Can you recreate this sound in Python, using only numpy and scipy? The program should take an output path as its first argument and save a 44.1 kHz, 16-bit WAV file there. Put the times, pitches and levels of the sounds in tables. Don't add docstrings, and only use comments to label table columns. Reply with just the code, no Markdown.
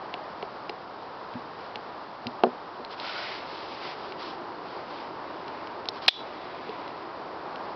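import sys
import numpy as np
from scipy import signal
from scipy.fft import rfft, irfft
from scipy.io import wavfile
from scipy.ndimage import uniform_filter1d, minimum_filter1d

SR = 44100
rng = np.random.default_rng(int(sys.argv[2]) if len(sys.argv) > 2 else 0)


def persist_wave(psi):
    counts = np.round(np.clip(psi, -1, 1) * 32767).astype(np.int16)
    wavfile.write(sys.argv[1], SR, np.atleast_2d(counts).T)


N = 341775
TIME = np.arange(N) / SR
HIT_TIME = TIME[:SR // 2]


# pitch_hz, level_db, t60_s
CYLINDER_MODES = [(1940, -7, .04), (2195, -7, .04), (2400, -4, .12), (2675, -6, .06), (2995, -9, .12),
                  (3320, -5, .18), (3390, -2, .26), (3490, -4, .2), (3760, -7, .12), (3920, -3, .3),
                  (4280, -8, .22), (4560, -5, .08), (4810, -11, .2), (4960, -9, .06)]
# start_s, level_db, centre_hz, width_octaves
SNAP_STRIKES = [(6.0794, -17.5, 3600, 0.55), (6.0812, 3.5, 2400, 0.26), (6.081, 4.5, 4200, 0.24),
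                (6.0837, 1.5, 1900, 1.6), (6.0859, 14, 3400, 0.22), (6.089, 2, 3800, 0.54)]
def cylinder_snap(held_t60_s=0.015, tail_db=-33, spring_db=-31):
    out = np.zeros(N)
    for start_s, level_db, hz, octaves in SNAP_STRIKES:
        steel = ring(CYLINDER_MODES, hz, octaves, rise_s=0.00012)
        tone = level_attack(steel * (fade(held_t60_s) + undb(tail_db)))
        scrape = undb(-0.5) * crack(hz, hz * octaves, t60_s=0.0083)
        frame = undb(-5) * octaves * np.sin(2 * np.pi * 740 * HIT_TIME) * fade(t60_s=0.014)
        buzz = crack(centre_hz=3480, width_hz=850, t60_s=0.23)
        sizzle = undb(-3) * crack(centre_hz=3650, width_hz=4700, t60_s=0.24)
        spring = undb(spring_db) * (buzz + sizzle)
        add(out, start_s, undb(level_db) * (tone + scrape + frame + spring))
    return high_pass(out, hz=478)


# pitch_hz, level_db, t60_s
BODY_MODES = [(120, -10, .06), (246, -3, .12), (380, -4, .1), (437, -6, .08), (482, -4, .08),
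              (595, -5, .065), (681, -3, .055), (720, -0.5, .06), (820, -3, .035), (1088, -7, .04),
              (1200, -3, .025), (1380, -6, .02)]
# start_s, level_db, centre_hz, width_octaves
GRIP_BUMPS = [(.1415, -26.5, 745, 0.24), (0.4278, -24.5, 395, 0.12), (.4275, -25, 790, 0.12),
              (0.6956, -26, 395, 0.16), (.6956, -23.5, 854, 0.16), (1.345, -30, 132, 0.42),
              (1.354, -27, 230, 0.3), (1.758, -27.5, 506, 2.1), (2.259, -25, 156, 1.1),
              (2.268, -29.5, 230, 0.46), (2.436, -2, 687, 1.17), (2.4434, -18, 602, 0.51),
              (2.468, -16, 394, 0.56), (2.796, -28, 396, 0.68), (5.8875, -26, 756, 0.25),
              (6.693, -25, 410, 0.23)]
def grip_bumps(flesh_hz=1500):
    out = np.zeros(N)
    for start_s, level_db, hz, octaves in GRIP_BUMPS:
        tone = level_attack(ring(BODY_MODES, hz, octaves, rise_s=0.00042))
        thud = undb(-17) * crack(hz, hz * octaves, t60_s=0.034)
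        add(out, start_s, undb(level_db) * high_pass(tone + thud, hz=60 + 0.25 * hz))
    return signal.sosfilt(signal.butter(3, flesh_hz, fs=SR, output="sos"), out)


# pitch_hz, level_db, t60_s
ACTION_MODES = [(2130, -15, 0.01), (2364, 1, 0.0084), (2783, 4.5, 0.0085), (3040, -0.5, 0.0071),
                (3320, 1, 0.0058), (3810, 0.5, 0.0066), (4130, -5.5, 0.016), (4770, -6, 0.012),
                (4930, -10.5, .016), (5440, -17, 0.014)]
# start_s, level_db, centre_hz, width_octaves
ACTION_TICKS = [(0.14, -21.5, 2980, 0.29), (0.4263, -29.5, 2600, 0.7), (0.6948, -23.5, 3200, 0.83),
                (1.338, -38.5, 2400, 0.8), (1.757, -24.5, 3500, 0.47), (2.2686, -22.5, 4070, 0.45),
                (2.436, -19, 3124, 0.34), (2.8483, -31, 3820, 0.22), (2.999, -25.5, 3870, 0.24),
                (4.1222, -29, 2900, 0.6), (5.4802, -34, 3700, .9), (5.672, -35, 3000, .9),
                (5.856, -33, 3500, .9), (5.887, -16.5, 3800, .1), (5.8871, -22, 5500, 0.051),
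                (6.062, -32, 3800, .7), (6.6933, -35, 3740, 0.5), (6.8779, -35, 3190, 0.77),
                (7.5583, -34, 3100, .9)]
def action_ticks():
    out = np.zeros(N)
    for start_s, level_db, hz, octaves in ACTION_TICKS:
        tone = level_attack(ring(ACTION_MODES, hz, octaves, rise_s=0.0002))
        grit = undb(-10.5) * crack(hz, hz * octaves, t60_s=0.016)
        add(out, start_s, undb(level_db) * (tone + grit))
    return high_pass(out, hz=1830)


# frequency_hz, level_db
CLOTH_SPECTRUM = [(150, -29.5), (600, 3), (1400, 1), (2000, -4), (3000, 0.5), (4500, -0.5), (5200, -0.5),
                  (6000, -11.5), (9000, -41)]
# start_s, length_s, hiss_db, rasp_relative_db
CLOTH_STROKES = [(1.57, 0.16, -55, -3), (2.899, 0.062, -44, -9), (2.956, 0.54, -38, -3.5),
                 (3.4, 0.6, -45, -8), (3.792, 0.18, -42, -3), (3.937, 0.23, -48, -11),
                 (4.167, 0.21, -42, -14), (4.63, 0.27, -51.5, -3), (4.853, 0.28, -49, -5),
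                 (5.144, 0.72, -58.5, 3.5), (5.931, 0.07, -48.5, -9), (6.01, 0.07, -43, -19),
                 (6.1, 1.12, -56.5, 5)]
def cloth(hold_db=-55, press_db=7.5, flicker_db=0.4):
    hiss_power = undb(hold_db) ** 2
    rasp_power = 0
    for start_s, length_s, hiss_db, rasp_db in CLOTH_STROKES:
        gain = undb(hiss_db) * stroke(start_s, length_s)
        pressure_db = press_db * (progress(start_s, length_s) - 0.5)
        hiss_power += gain ** 2
        rasp_power += (gain * undb(rasp_db + pressure_db)) ** 2
    slips = rng.standard_normal(N) * (rng.random(N) < 0.3)
    hiss = np.sqrt(hiss_power) * colour(slips, CLOTH_SPECTRUM)
    rasp = np.sqrt(rasp_power) * unit(steep_band(rng.permutation(slips), hz=2100, width_hz=1500))
    return (hiss + rasp) * undb(flicker_db * walk(rate_hz=35))


def sleeve(start_s=3.0, length_s=0.32, level_db=-40, fade_db_per_s=23,
           from_hz=1280, to_hz=1455, glide_s=0.073):
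    age_s = np.maximum(TIME - start_s, 0)
    pitch_hz = to_hz + (from_hz - to_hz) * np.exp(-age_s / glide_s)
    tone = np.sin(2 * np.pi * np.cumsum(pitch_hz) / SR)
    sing = unit(walk(rate_hz=210) * tone)
    return sing * stroke(start_s, length_s) * undb(level_db - fade_db_per_s * age_s)


def thumb_rub(start_s=6.22, length_s=0.83, level_db=-59):
    steel = ring(CYLINDER_MODES, centre_hz=3500, octaves=0.35, rise_s=0.00013)
    sing = unit(signal.fftconvolve(rng.standard_normal(N), steel)[:N])
    return undb(level_db) * stroke(start_s, length_s) * sing


# frequency_hz, level_db
WIND_SPECTRUM = [(25, -26.5), (60, -17), (120, -9.5), (240, -6.5), (400, -3.5), (560, -1.5), (1000, 1),
                 (1250, -4), (1600, -10), (2300, -18.5), (3500, -24.5), (5000, -23.5), (6000, -34)]
def wind(level_db=-39.5, swell_db=1.13, gust_db=1.05, flutter_db=2,
         hollow_from_db=-56.5, hollow_to_db=-47.5):
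    turned = progress(start_s=2.8, length_s=0.96)
    bed_db = level_db + swell_db * (turned - 0.5) + gust_db * walk(rate_hz=1.5)
    hollow_db = hollow_from_db + (hollow_to_db - hollow_from_db) * turned
    bands = sum(undb(flutter_db * walk(rate_hz=20)) * resonate(rng.standard_normal(N), hz, width_hz=hz)
                for hz in (450, 1000))
    rush = undb(-6.5) * colour(bands, WIND_SPECTRUM)
    air = colour(rng.standard_normal(N), WIND_SPECTRUM) * undb(0.5 * walk(rate_hz=5.4))
    hollow = unit(steep_band(rng.standard_normal(N), hz=352, width_hz=160))
    return undb(bed_db) * (air + rush) + undb(hollow_db) * hollow


def ring(modes, centre_hz, octaves, rise_s):
    pitch_hz, level_db, t60_s = np.transpose(modes)
    contact_db = -10 * np.log10(1 + (np.log2(pitch_hz / centre_hz) / octaves) ** 4)
    gains = undb(level_db + contact_db)
    pitch_hz = pitch_hz * (1 + 0.0039 * rng.standard_normal(len(modes)))
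    tone = sum(gain * fade(t60) * np.sin(2 * np.pi * hz * HIT_TIME)
               for hz, gain, t60 in zip(pitch_hz, gains, t60_s))
    return (1 - np.exp(-HIT_TIME / rise_s)) * tone


def crack(centre_hz, width_hz, t60_s):
    burst = rng.standard_normal(len(HIT_TIME)) * fade(t60_s)
    return level_attack(steep_band(burst, centre_hz, width_hz))


def level_attack(hit):
    return hit / (2 * np.sqrt(np.mean(hit[:128] ** 2)))


def fade(t60_s):
    return np.exp(-np.log(1000) * HIT_TIME / t60_s)


def stroke(start_s, length_s, attack_share=0.17, release_share=0.42):
    part = progress(start_s, length_s)
    return np.clip(np.minimum(part / attack_share, (1 - part) / release_share), 0, 1)


def progress(start_s, length_s):
    return np.clip((TIME - start_s) / length_s, 0, 1)


def walk(rate_hz):
    hold = int(SR / rate_hz)
    steps = np.repeat(rng.standard_normal(N // hold + 1), hold)
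    return unit(uniform_filter1d(uniform_filter1d(steps, hold), hold)[:N])


def colour(x, spectrum):
    hz, db = np.transpose(spectrum)
    bins_hz = np.fft.rfftfreq(len(x), 1 / SR) + 1
    gain = undb(np.interp(np.log(bins_hz), np.log(hz), db))
    return unit(irfft(rfft(x) * gain, len(x)))


def resonate(x, hz, width_hz):
    return signal.lfilter(*signal.iirpeak(hz, hz / min(width_hz, SR / 4), fs=SR), x)


def steep_band(x, hz, width_hz):
    return resonate(resonate(x, hz, width_hz), hz, width_hz)


def high_pass(x, hz):
    return signal.sosfilt(signal.butter(4, hz, "high", fs=SR, output="sos"), x)


def add(out, start_s, x):
    i = int(start_s * SR)
    out[i:i + len(x)] += x[:N - i]


def undb(db):
    return 10 ** (np.asarray(db) / 20)


def unit(x):
    return x / np.sqrt(np.mean(x ** 2))


def scene():
    hits = action_ticks() + cylinder_snap() + grip_bumps()
    return (hits + wind() + cloth() + sleeve() + thumb_rub())[None]


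def record(dry, treble_hz=5300, band_hz=6050, top_hz=16000,
           ceiling_db=-1.1, release_db_per_s=190, clip_level=0.78):
    dull = signal.sosfilt(signal.butter(10, treble_hz, fs=SR, output="sos"), dry)
    narrow = signal.sosfilt(signal.ellip(8, 0.3, 60, band_hz, fs=SR, output="sos"), dull)
    over_db = np.maximum(20 * np.log10(np.abs(narrow) + 1e-9) - ceiling_db, 0)
    release_db = release_db_per_s * TIME
    duck_db = np.maximum.accumulate(over_db + release_db, axis=1) - release_db
    held_db = -minimum_filter1d(-duck_db, size=48)
    eased_db = uniform_filter1d(held_db, size=48)
    clipped = np.clip(narrow * undb(-eased_db), -clip_level, clip_level)
    return signal.sosfilt(signal.ellip(8, 0.2, 70, top_hz, fs=SR, output="sos"), clipped)


dry = scene()
out = record(dry)
persist_wave(out)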